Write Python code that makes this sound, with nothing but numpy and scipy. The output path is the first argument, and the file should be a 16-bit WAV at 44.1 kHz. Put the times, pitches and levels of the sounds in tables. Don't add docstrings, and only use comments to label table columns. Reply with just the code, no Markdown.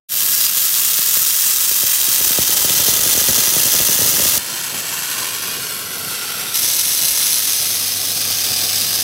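import sys
import numpy as np
from scipy import signal
from scipy.fft import rfft, irfft
from scipy.io import wavfile

SR = 44100
rng = np.random.default_rng(int(sys.argv[2]) if len(sys.argv) > 2 else 0)


def unload_audio(sound):
    columns = np.transpose(np.atleast_2d(sound))
    steps = np.round(np.clip(columns, -1, 1) * 32767)
    wavfile.write(sys.argv[1], SR, steps.astype(np.int16))


N = 398223
T = np.arange(N) / SR
HZ = np.maximum(np.arange(N // 2 + 1) * SR / N, 1)

OPEN_S, FREE_S, BITE_S = 0.086, 4.381, 6.541
LEAN_S, STEP_BACK_S, ROUND_S = (1.68, 2.75), (4.9, 5.7), (6.94, 8.46)


def undb(db):
    return 10 ** (np.asarray(db) / 20)


def unit(x):
    return x / np.std(x)


def response(points):
    hz, db = np.transpose(points)
    return undb(np.interp(np.log(HZ), np.log(hz), db))


def colour(x, points):
    return unit(irfft(rfft(x) * response(points), N))


def blend(x, first, second, share):
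    return (1 - share) * colour(x, first) + share * colour(x, second)


def walk(hz):
    smooth = signal.butter(2, hz, fs=SR, output="sos")
    return unit(signal.sosfilt(smooth, rng.standard_normal(N)))


def step(at, rise):
    return 1 - np.exp(-np.maximum(T - at, 0) / rise)


def move(span):
    start, end = span
    return (1 - np.cos(np.pi * np.clip((T - start) / (end - start), 0, 1))) / 2


def swell(at, half):
    return np.exp(-((T - at) / half) ** 2)


def spray(surge_db, sputter_db, crackle_db, grit_db, swing_db):
    flow_db = surge_db * walk(9.9) + sputter_db * walk(170) + crackle_db * walk(850)
    flow_db = swing_db * np.tanh(flow_db / swing_db)
    mist = rng.standard_normal(N) * undb(flow_db + grit_db * rng.standard_normal(N))
    snaps = (rng.random(N) < 160 / SR * undb(flow_db)) * rng.uniform(2, 7, N)
    return unit(mist) - snaps


def scatter(x, share, sway_ms, span_ms, turn_count=10, count=13):
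    fine = signal.resample_poly(x, 8, 1)
    turns = np.linspace(0, T[-1], turn_count)
    out = x.copy()
    for place, sign, *drift in rng.uniform(-1, 1, (count, 2 + turn_count)):
        lag_ms = 1 + (span_ms - 1) * abs(place) + sway_ms * np.interp(T, turns, np.cumsum(drift))
        at = ((T - lag_ms / 1000) * 8 * SR).astype(int)
        out += np.sign(sign) * share / np.sqrt(count) * fine.take(at, mode="clip")
    return unit(out)


def cutting():
    # frequency in Hz, level in dB.
    front_colour = [(100, -28), (860, -25), (1080, -14), (1850, -12), (2110, -14.7), (3140, -6.7),
                    (3400, -9.2), (3790, -5.5), (4180, -8), (5730, -3.2), (12450, -5.3), (13220, 0),
                    (15590, -3)]
    close_colour = [(100, -18), (820, -13.9), (1850, -10.5), (2370, -13.5), (3010, -5.2), (3920, -7.1),
                    (5730, -3.9), (5990, 0.0), (7150, -5.5), (10510, -5.7), (11150, -1.6), (11540, -6.7),
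                    (13090, -2.9), (15590, -4.6)]
    back_colour = [(100, -22), (820, -18.2), (2630, -10.1), (3920, -4.6), (4690, -6.7), (5080, -3.9),
                   (6240, 0.0), (7150, -11.1), (7800, -4.9), (8830, -6.3), (11410, -2.6), (12580, -6.4),
                   (13350, -3.3), (15590, -11.1)]
    side_colour = [(100, -28), (820, -18), (2240, -13), (3000, -8), (4600, -4), (5000, -1.5), (5600, -5.5),
                   (6400, -3.5), (7080, -14.5), (8050, -6.5), (9350, -11.5), (9730, -8), (12580, -9.7),
                   (13740, -7), (15590, -12)]
    # centre in seconds, half length in seconds, dip in dB.
    lulls = [(.304, .006, -4), (0.526, .03, -4), (6.61, 0.014, -2.5), (6.976, 0.005, -1)]
    front_db, close_db, back_db, side_db = -13, -12, -15.5, -17
    near = spray(surge_db=0.35, sputter_db=2.0, crackle_db=4.5, grit_db=2.8, swing_db=8)
    far = spray(surge_db=0.0, sputter_db=2.5, crackle_db=2.2, grit_db=2.5, swing_db=5)
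    near = scatter(near, share=0.35, sway_ms=0.14, span_ms=6)
    far = scatter(far, share=0.45, sway_ms=0.179, span_ms=10)
    close, side = move(LEAN_S), move(ROUND_S)
    lull_db = sum(db * swell(s, half) for s, half, db in lulls)
    shade_db = -2.5 * swell(7.95, 0.31)
    burst_db = 1.5 * (1 - step(BITE_S, 0.088))
    first_db = front_db + (close_db - front_db) * close + lull_db
    second_db = back_db + (side_db - back_db) * side + shade_db + lull_db + burst_db
    first = blend(near, front_colour, close_colour, 0.1 + 0.79 * close) * undb(first_db)
    softening = np.sqrt(1 - side) * near + np.sqrt(side) * far
    second = blend(softening, back_colour, side_colour, 0.041 + 0.8 * side) * undb(second_db)
    return first * step(OPEN_S, 0.055) * (1 - step(FREE_S, 0.0018)) + second * step(BITE_S, 0.001)


def shifting(hiss):
    # strongest moment in seconds, half length in seconds, centre in Hz,
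    # slide in Hz per second, half width in Hz, lift in dB.
    bands = [(.1, 0.49, 11900, 0, 500, 6), (0.444, .06, 4940, 2, 130, 11), (.8, 0.65, 13300, 0, 550, 2.5),
             (1.7, .65, 12200, -300, 380, -8), (1.85, .5, 8300, -300, 350, 2), (2.0, .7, 13300, -3, 350, 1),
             (2.45, .5, 10500, -600, 350, -3), (3.7, .5, 6050, 0, 220, 1.5),
             (4.98, 0.15, 2720, 300, 110, 4), (5.15, .2, 1500, 150, 90, 1.5), (5.25, 0.26, 1040, 0, 100, 5),
             (5.65, 0.2, 770, 200, 130, -11), (5.95, .35, 1770, 100.5, 90, -3),
             (6.0, .25, 11550, -900, 350, 3), (7.0, 0.32, 4000, 0, 130, 3), (7.3, .3, 6240, 0, 450, 0.5),
             (7.6, 0.9, 9850, -500, 500, 3.5), (8.6, .5, 5070, 0, 210, 3)]
    hz, t, frames = signal.stft(hiss, SR, nperseg=1024)
    lift_db = 0
    for s, half, centre, slide, width, db in bands:
        offset_hz = hz[:, None] - centre - slide * (t - s)
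        lift_db += db * np.exp(-((t - s) / half) ** 2 - (offset_hz / width) ** 2)
    return signal.istft(frames * undb(lift_db), SR)[1][:N]


def bend(pushes, spread):
    # frequency in Hz, level in dB.
    knock_colour = [(25, -26), (50, -2.5), (130, 2.5), (300, 0.5), (600, 0), (900, -13.5), (2000, -25)]
    dispersion = np.exp(-4j * np.pi * spread * np.sqrt(HZ))
    return irfft(rfft(pushes) * response(knock_colour) * dispersion, N)


def knocking():
    # start in seconds, level in dB.
    strikes = [(0.983, -28.5), (1.164, -27), (1.708, -29), (1.828, -24), (2.076, -27), (2.203, -24.5),
               (2.252, -28), (2.3, -24), (2.381, -12.5), (2.488, -23), (2.641, -18.5), (2.695, -21),
               (2.735, -26), (2.766, -26), (2.793, -20), (2.878, -16.5), (2.926, -24), (2.956, -27),
               (3.032, -28), (3.057, -24), (3.145, -23), (3.17, -18), (3.208, -24), (3.281, -16.5),
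               (3.294, -19), (3.376, -20), (3.47, -22.5), (3.559, -17.5), (3.65, -21), (3.741, -21),
               (3.797, -19), (3.884, -20), (3.984, -20), (4.012, -18), (4.052, -23), (4.192, -18.5),
               (4.25, -19)]
    trail_per_s, trail_db, trail_decay_s = 340, -9.5, 0.032
    patter_per_s, front_db, close_db, growth_db_per_s = 230, -53, -41, 1.5
    pushes = np.zeros(N)
    for s, db in strikes:
        pushes[int(s * SR)] += undb(db)
    chirps = bend(pushes, spread=0.15)
    trail_size = signal.lfilter([1], [1, -np.exp(-1 / (trail_decay_s * SR))], pushes) * undb(trail_db)
    trail = (rng.random(N) < trail_per_s / SR) * rng.uniform(-0.75, 1, N) * trail_size
    knocks = (chirps + bend(trail, spread=0.18)) * pushes.max() / np.abs(chirps).max()
    slugs = (rng.random(N) < patter_per_s / SR) * rng.uniform(-1, 1, N)
    patter_db = front_db + (close_db - front_db) * move(LEAN_S) + growth_db_per_s * (T - OPEN_S)
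    patter = unit(bend(slugs, spread=0.16)) * undb(patter_db)
    return knocks + patter * step(OPEN_S, 0.027) * (1 - step(FREE_S, 0.018))


def ring(x, hz, width_hz):
    return unit(irfft(rfft(x) / (1 + 1.8 * ((HZ - hz) / width_hz) ** 2), N))


def tank():
    # frequency in Hz, level in dB.
    churn_colour = [(25, -50), (55, -23), (90, -6), (155, 0.5), (200, -3), (260, -5.5), (350, -6),
                    (480, -7), (720, -6), (900, -16.5), (2000, -20.5)]
    first_db, free_db, second_db = -42, -38, -41
    settle_db_per_s, side_lift_db = 7, 5.5
    churn = colour(rng.standard_normal(N) * undb(2.2 * walk(6.3)), churn_colour)
    first = undb(first_db - settle_db_per_s * (T - OPEN_S))
    later = undb(free_db + (second_db - free_db) * step(BITE_S, 0.13) + side_lift_db * move(ROUND_S))
    note = ring(rng.standard_normal(N), hz=357, width_hz=90) * undb(-44) * swell(5.5, 0.16)
    return churn * (first + later * step(FREE_S, 0.031)) + note


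def tone(hz, db, waver):
    size = np.sqrt(2) * undb(db + walk(2.6))
    pitch_hz = hz * (1 + waver * walk(5.33))
    return size * np.sin(2 * np.pi * np.cumsum(pitch_hz) / SR)


def pump():
    # frequency in Hz, level in dB (relative for the hum).
    hum_lines = [(96.5, -4.5), (161, -16.5), (258, -9), (479, -11), (738, -10)]
    whine_lines = [(2256, -54)]
    front_db, back_db, side_db = -66, -50, -41
    hum = unit(sum(tone(hz, db, waver=0.011) for hz, db in hum_lines))
    hum_db = front_db + (back_db - front_db) * move(STEP_BACK_S) + (side_db - back_db) * move(ROUND_S)
    whine = sum(tone(hz, db, waver=0.00201) for hz, db in whine_lines)
    return hum * undb(hum_db) + whine


def mirror(x, strength):
    moments = (4.38, 4.95, 5.5, 6.0, 6.54)
    # gain at full strength, then lag in milliseconds at each moment.
    paths = [(-.3, 1.503, 1.446, 1.441, 1.644, 1.8), (-.19, 1.311, 1.287, 1.312, 1.219, 1.09),
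             (.16, 1.255, 1.24, 1.262, 1.4, 1.5), (.16, .677, .684, .687, .692, .617),
             (.11, .623, .625, .619, .62, .84), (-.1, .572, .572, .56, .5, .45),
             (-.14, 2.405, 2.357, 2.283, 2.315, 2.31), (-.12, 1.747, 1.67, 1.59, 1.557, 1.696),
             (.12, 2.232, 2.191, 2.147, 1.999, 1.987), (.12, 2.824, 2.724, 2.744, 2.725, 2.632),
             (.13, 1.443, 1.392, 1.494, 1.71, 1.85)]
    fine = signal.resample_poly(x, 16, 1)
    out = x.copy()
    for gain, *lags_ms in paths:
        lag_s = np.interp(T, moments, lags_ms) / 1000
        at = np.rint((T - lag_s) * 16 * SR).astype(int)
        out += strength * gain * fine.take(at, mode="clip")
    return unit(out)


def rushing():
    # frequency in Hz, level in dB.
    near_colour = [(100, -27), (800, -3), (1050, -2.5), (1250, -2), (1450, 0), (2100, -0.5), (3150, 0.5),
                   (3400, -0.5), (4000, 1), (4750, -1.5), (5300, 1.5), (5850, -2), (6300, 2), (6800, -2),
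                   (7900, 1.5), (8700, -2.5), (11400, -.5), (12300, -4), (13100, -1.5), (15600, -6)]
    far_colour = [(100, -15), (560, -5), (820, -7.5), (1100, 0.5), (1500, -.5), (1900, -1.5), (3100, .5),
                  (3900, -0.5), (5300, 0), (5900, 0.5), (6900, -5.5), (8100, -1), (9500, -3.5),
                  (11500, 0.5), (12800, -2.5), (15600, -8)]
    # time in seconds, level in dB.
    levels = [(4.8, -23), (5.17, -20.5), (5.8, -23.5), (6.45, -22)]
    jet = spray(surge_db=0.8, sputter_db=1.2, crackle_db=2.0, grit_db=1.0, swing_db=7)
    away = move(STEP_BACK_S)
    near = colour(jet, near_colour)
    far = scatter(colour(jet, far_colour), share=0.5, sway_ms=0.2005, span_ms=4.5, turn_count=24)
    rush = mirror((1 - away) * near + away * far, strength=1 - 0.53 * away)
    level_db = np.interp(T, *np.transpose(levels))
    return rush * undb(level_db) * step(FREE_S, 0.0041) * (1 - step(BITE_S, 0.035))


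def scene():
    hiss = shifting(cutting() + rushing())
    knocks = knocking()
    background = (tank() + pump()) * step(OPEN_S, 0.045)
    return (hiss + knocks + background)[None]


def record(dry):
    bass_cut = signal.butter(3, 38, "highpass", fs=SR, output="sos")
    top_cut = signal.firwin(801, 15800, fs=SR, window="blackman")
    clipped = np.clip(signal.sosfilt(bass_cut, dry), -0.9, 0.9)
    return signal.fftconvolve(clipped, top_cut[None], mode="same")


dry = scene()
out = record(dry)
unload_audio(out)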